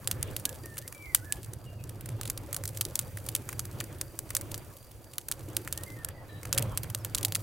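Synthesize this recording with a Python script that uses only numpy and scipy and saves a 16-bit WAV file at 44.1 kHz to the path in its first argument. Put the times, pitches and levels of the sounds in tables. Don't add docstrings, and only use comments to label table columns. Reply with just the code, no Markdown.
import sys
import numpy as np
from scipy import signal
from scipy.io import wavfile

SR = 44100
rng = np.random.default_rng(int(sys.argv[2]) if len(sys.argv) > 2 else 0)


def master(y):
    cut = np.clip(np.atleast_2d(y).T, -1, 1)
    pcm = np.round(cut * 32767)
    wavfile.write(sys.argv[1], SR, pcm.astype(np.int16))


N = 327222


def from_db(db):
    return 10 ** (np.asarray(db) / 20)


def rms_one(x):
    return x / np.sqrt(np.mean(x ** 2) + 1e-20)


def energy_one(x):
    return x / np.sqrt(np.sum(x ** 2))


def at_pitch(table, hz):
    pitches, values = np.transpose(table)
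    return np.interp(np.log(hz), np.log(pitches), values)


def drift(rate_hz):
    r = np.exp(-80 * np.pi * rate_hz / SR)
    slow = signal.lfilter([1], [1, -2 * r, r * r], rng.standard_normal(N // 40 + 2002))[2000:]
    return np.interp(np.arange(N) / 40, np.arange(len(slow)), rms_one(slow))


def resonance(x, hz, width_hz):
    r = np.exp(-np.pi * width_hz / SR)
    feedback = [1, -2 * r * np.cos(2 * np.pi * hz / SR), r * r]
    return signal.lfilter((1 - r * r) / 2 * np.array([1, 0, -1]), feedback, x)


def stereo(mid, side, alike):
    return (np.sqrt(1 + alike) * mid + np.sqrt(1 - alike) * side * np.array([[1], [-1]])) / np.sqrt(2)


# pitch_hz, alike_0_to_1
LIKENESS = [(25, 0.32), (80, 0.51), (500, 0.79), (3000, 0.55), (7000, 0.83), (12000, 1)]
def flickering_noise(tone, shared_db, own_db, rate_hz):
    out, together = 0, drift(rate_hz)
    edges = tone[0][0] * np.sqrt(2) ** np.arange(np.log2(tone[-1][0] / tone[0][0]) * 2 + 1)
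    white = rng.standard_normal((2, 2, N))
    for k, (low, high) in enumerate(zip(edges, np.minimum(edges[1:], .45 * SR))):
        band = signal.butter(2, [low, high], "band", fs=SR, output="sos")
        mid, side = signal.sosfilt(band, white[k % 2])
        hz = np.sqrt(low * high)
        gain = from_db(at_pitch(tone, hz) + shared_db * together + own_db * drift(rate_hz))
        out = out + gain * stereo(mid, side, at_pitch(LIKENESS, hz))
    return rms_one(out)


# time_s, rumble_db, roar_db
FLAME_LEVELS = [(0.0, -44, -51.5), (0.22, -39.5, -43.5), (0.44, -45.5, -47.5), (0.8, -46.5, -51),
                (0.96, -55.5, -54), (1.32, -44.5, -51), (1.74, -44, -51.5), (2.12, -38, -47.5),
                (2.42, -44.5, -47), (2.88, -43.5, -49), (3.94, -43, -48), (4.16, -50, -52), (4.5, -44, -44),
                (4.75, -53.5, -53.5), (5.2, -56.5, -55.5), (5.5, -44, -47), (6.3, -46, -50.5),
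                (6.45, -39, -48), (6.6, -32, -38), (6.9, -42.5, -48.5), (7.42, -38, -46.5)]
# pitch_hz, relative_db
ROAR_TONE = [(20, -8), (60, 2.5), (111, -4.5), (180, -13.5), (450, -15), (720, -17), (1500, -22.5),
             (2600, -30.5)]
# pitch_hz, width_hz, above_roar_db
LOG_HOLLOWS = [(314, 80, -7.5), (534, 75, -10)]
def flames(rumble_hz=103.6):
    low_noise = resonance(rng.standard_normal((2, N)), rumble_hz, width_hz=36)
    mid, side = resonance(low_noise, rumble_hz, width_hz=54)
    rumble = rms_one(stereo(mid, side, alike=1) * from_db(1.9 * drift(14.5)))
    roar = flickering_noise(ROAR_TONE, shared_db=1.5, own_db=3.5, rate_hz=11.2)
    for hz, width_hz, level_db in LOG_HOLLOWS:
        mid, side = resonance(rng.standard_normal((2, N)), hz, width_hz)
        roar += from_db(level_db + 4.27 * drift(23)) * rms_one(stereo(mid, side, alike=.97))
    time_s, *levels = np.transpose(FLAME_LEVELS)
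    rumble_db, roar_db = [np.interp(np.arange(N) / SR, time_s, db) for db in levels]
    return from_db(rumble_db) * rumble + from_db(roar_db) * roar


# time_s, level_db
SIZZLE_LEVELS = [(0.0, -57.5), (1.42, -59), (1.63, -67), (2.89, -57.5), (3.41, -57), (3.91, -59),
                 (4.55, -58), (5.1, -62.5), (5.89, -56), (6.1, -68), (6.34, -63), (6.61, -59.5),
                 (7.07, -60), (7.42, -55.5)]
# pitch_hz, relative_db
SIZZLE_TONE = [(2000, 6.5), (3700, -3), (5900, 7), (9000, 8.5), (13000, 14), (17000, -17.5)]
def damp_wood():
    level_db = np.interp(np.arange(N) / SR, *np.transpose(SIZZLE_LEVELS))
    hiss = flickering_noise(SIZZLE_TONE, shared_db=1, own_db=.8, rate_hz=40)
    return from_db(level_db) * hiss, level_db


# pitch_hz, relative_db
CRACK_TONE = [(1500, -12), (3000, 0), (5500, -5), (8500, -0.5), (12500, -3), (15500, -8)]
def wood_bursts(rows, spike_s=.00015, rattle=.033, echo_s=.002, ragged_db=6.5):
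    size = 4000
    t = np.arange(size) / SR
    crack, knock = np.zeros((2, 2, N + size))
    direct = energy_one(np.exp(-t / spike_s) + rattle * (t < echo_s))
    near, far = [energy_one(from_db(-60 * t / fade_s)) for fade_s in (.028, .13)]
    tails = from_db(-7) * near + from_db(-18) * far
    noises, chances = rng.standard_normal((len(rows), 2, size)), rng.standard_normal((len(rows), 45))
    for (start_s, crack_db, knock_db), (mid, side), chance in zip(rows, noises, chances):
        bumps, (height, bounce, pan, dullness) = chance[:41], chance[41:]
        since_echo = t - echo_s * from_db(height)
        echo = from_db(-3 + 4 * bounce) * energy_one((since_echo >= 0) * np.exp(-abs(since_echo) / .0006))
        scatter = tails * from_db(ragged_db * np.interp(np.arange(size) / 100, np.arange(41), bumps))
        shape = direct + echo + scatter
        burst = stereo(shape * mid, (shape + scatter) * side, alike=.94)
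        burst = energy_one(signal.lfilter([1, np.tanh(.11 * dullness - .2)], 1, burst))
        burst *= from_db(crack_db + 5 + .63 * pan * np.array([[.5], [-.5]]))
        at = round(start_s * SR)
        crack[:, at:at + size] += burst
        knock[:, at:at + size] += burst * from_db(knock_db)
    hz = np.maximum(np.arange(257) * SR / 512, 1)
    tone_db = at_pitch([(300, -74.5)] + CRACK_TONE, hz)
    tone = signal.minimum_phase(signal.firwin2(255, np.arange(257) / 256, from_db(2 * tone_db)))
    woody = signal.butter(3, [1100, 3500], "band", fs=SR, output="sos")
    out = from_db(5.5) * signal.lfilter(tone, 1, crack) + from_db(9) * signal.sosfilt(woody, knock)
    return out[:, :N]


def embers(sizzle_db, ticks_per_s=28):
    gap, strength, woodiness = rng.random((360, 3)).T
    start_s = np.cumsum(-np.log(gap) / ticks_per_s)
    keep = start_s < N / SR
    size = np.minimum(-np.log(strength[keep]), 3)
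    crack_db = sizzle_db[(start_s[keep] * SR).astype(int)] + 25 + 2.5 * size
    knock_db = 14 * woodiness[keep] - 22.5
    return wood_bursts(np.c_[start_s[keep], crack_db, knock_db])


# start_s, end_s, level_db
CHIRP_RUNS = [(.037, .6, -63), (.8, 1.6, -70), (2.22, 2.8, -68), (2.976, 5.1, -63), (5.3, 5.9, -68),
              (6.06, 6.1, -64), (6.78, 7.3, -63)]
def cricket(pitch_hz=4700, stroke_s=.0365, every_s=.255, jitter_s=.008, spread_db=1.5, chorus_db=-73):
    t = np.arange(round(4 * stroke_s * SR)) / SR
    stroke = t % stroke_s / stroke_s
    phase = 2 * np.pi * np.cumsum(pitch_hz * (1.025 - .05 * stroke)) / SR
    swell = 1.6 * np.sin(np.pi * t / t[-1]) ** .6
    chirp = swell * np.sin(np.pi * stroke) ** 2 * np.sin(phase)
    starts = np.zeros(N)
    for start_s, end_s, level_db in CHIRP_RUNS:
        times = np.arange(start_s, end_s, every_s)
        late, louder = rng.standard_normal((2, len(times)))
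        starts[((times + jitter_s * late) * SR).astype(int)] = from_db(level_db + spread_db * louder)
    chorus = rms_one(resonance(rng.standard_normal((2, N)), pitch_hz, width_hz=200))
    blur = rms_one(1 + .5 * np.array([drift(90), drift(90)]))
    return signal.fftconvolve(starts, chirp)[:N] * blur + from_db(chorus_db) * chorus


# start_s, crack_db, knock_above_crack_db
GAS_POCKETS = [(0.0746, -0.5, -12.5), (0.1131, -2.5, -14), (0.2283, -5, -16), (0.365, -6.5, -11),
               (0.3967, -20, -10), (0.4537, -1, -14), (0.4923, -14.5, -20), (0.658, -18, -2),
               (0.7701, -19.5, 4.5), (0.7802, -8, -8), (0.8777, -14, -12), (0.9249, -19.5, -0.5),
               (1.1477, 11, -11.5), (1.3241, -2, -17), (1.4315, -24, -15), (1.4456, -23, -13),
               (1.5344, -18, -4.5), (1.8393, -23, -7), (1.8936, -18.5, -19), (2.0097, -21, -21),
               (2.0587, -18, -8), (2.0885, -18.5, -5), (2.2127, -10.5, -7), (2.2331, -18, -14.0),
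               (2.2544, -14, -14), (2.27, -31, -11), (2.2763, -15, -13), (2.2998, -4, -9),
               (2.3761, -12.5, -9), (2.529, -7, -6), (2.5451, -9, -7), (2.565, -8, -7.5),
               (2.6378, -13.5, -4), (2.6545, -10, -7), (2.6769, -11.5, -11), (2.6905, -16.5, -8),
               (2.7725, -11, -11), (2.8106, 0.5, -10.5), (2.8519, -10.0, -15), (2.9552, -3, -12),
               (2.9914, -0.5, -9.5), (3.0132, -22, -11.0), (3.1719, -17.5, 1.5), (3.2635, -16.5, -6.0),
               (3.2881, -7, -14), (3.3507, 0, -12), (3.3624, -12, -15), (3.4906, -12.5, 3),
               (3.5285, -15, 0), (3.5939, -6, -8), (3.6529, -17.5, -7), (3.8024, -10.5, -33),
               (3.8084, -14, 2.5), (3.8402, -18.5, -3), (4.0126, -5.5, -8.5), (4.19, -7, -9),
               (4.3048, -12.5, 3.5), (4.3503, -0.5, -10), (4.3669, -1.5, -8.5), (4.4111, -13, -7),
               (4.5161, -14.5, -16), (4.5434, -10.5, -10), (4.5778, -17, -1.5), (4.768, -23.5, -12),
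               (5.135, -22.5, -17), (5.1822, -6, -10), (5.2849, -9, -6), (5.3145, -3.5, -9),
               (5.3221, -10.5, -14), (5.5667, 0, -11), (5.6758, -13.5, 2), (5.7262, -5, -16),
               (5.7762, -12, -33), (5.8343, -15, -12), (6.0469, -7, -7.5), (6.0868, -16.5, 1),
               (6.4318, -20.5, -1), (6.4529, -16.5, 0), (6.5279, 1.5, -12), (6.5467, -13, -20),
               (6.5777, 1, -30), (6.5829, 0, -14), (6.6241, -9, -38), (6.7747, -3, -15), (6.8329, -11, -32),
               (6.8417, -22, 4), (6.9008, -15, -8), (6.9485, -5, -11), (7.0484, -7, -9.5), (7.148, 0, -13),
               (7.1773, -16, -25), (7.183, -9, -19), (7.2106, -20, -23), (7.2298, -8, -15),
               (7.2492, 2, -13), (7.2832, -18, -9), (7.3228, -8.5, -16), (7.3497, -0.5, -31),
               (7.3596, -10.5, 0)]
def snaps():
    return wood_bursts(GAS_POCKETS)


def bird_notes(notes, warble=.0113, echo_db=-1, echo_fade_s=.3):
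    song, wobble, flutter = np.zeros(N), drift(45), drift(42)
    for start_s, length_s, from_hz, to_hz, level_db in notes:
        i = round(start_s * SR) + np.arange(round(length_s * SR))
        hz = np.linspace(from_hz, to_hz, len(i)) * (1 + warble * wobble[i])
        level = from_db(level_db + 1.9 * flutter[i]) * signal.windows.tukey(len(i), .18)
        song[i] += np.sqrt(2) * level * np.sin(2 * np.pi * np.cumsum(hz) / SR)
    t = np.arange(round(echo_fade_s * SR)) / SR
    trees = energy_one(rng.standard_normal((2, len(t))) * from_db(-60 * t / echo_fade_s)) * np.sqrt(2)
    return song + from_db(echo_db) * signal.fftconvolve(song[None], trees, axes=1)[:, :N]


# start_s, length_s, from_hz, to_hz, level_db
SONGBIRD_NOTES = [(.45, 0.056, 1606, 1750, -59), (.63, 0.17, 1852, 1730, -58),
                  (.82, 0.046, 1740, 2070, -60), (.94, .12, 2337, 2275, -53.5),
                  (1.03, 0.133, 2200, 1920, -54.5), (1.18, 0.03, 1535, 1420, -64),
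                  (1.215, 0.042, 1380, 1740, -59.5), (1.255, 0.086, 1736, 1698, -54),
                  (5.74, .11, 1705, 1990, -59.5), (5.86, 0.09, 2090, 2030, -56.5),
                  (5.96, 0.11, 1870, 1710, -56.5), (6.14, 0.062, 2003, 1940, -58),
                  (6.29, 0.071, 1770, 1765, -54)]
def songbird():
    return bird_notes(SONGBIRD_NOTES)


# start_s, length_s, from_hz, to_hz, level_db
SMALL_BIRD_NOTES = [(1.66, .035, 2900, 2760, -61), (1.69, .16, 2820, 2820, -72),
                    (1.785, .03, 2700, 2480, -61), (6.28, .14, 3950, 3860, -67),
                    (6.68, .065, 3490, 3010, -65), (6.74, .035, 3010, 3480, -65),
                    (6.99, .04, 5550, 4970, -67)]
def small_bird():
    return bird_notes(SMALL_BIRD_NOTES)


def scene():
    sizzle, sizzle_db = damp_wood()
    fire = sizzle + snaps() + embers(sizzle_db) + flames()
    return fire + songbird() + small_bird() + cricket()


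def record(dry, hiss_db=-72, lag_samples=.25, cutoff_hz=16000):
    left, right = dry * from_db([[-.6], [.6]])
    delay = [1 - lag_samples, 1 + lag_samples]
    left = signal.lfilter(delay, delay[::-1], left)
    both = np.tanh(np.array([left, right]) + from_db(hiss_db) * rng.standard_normal(N))
    return signal.sosfilt(signal.ellip(8, .5, 70, cutoff_hz, fs=SR, output="sos"), both)


dry = scene()
out = record(dry)
master(out)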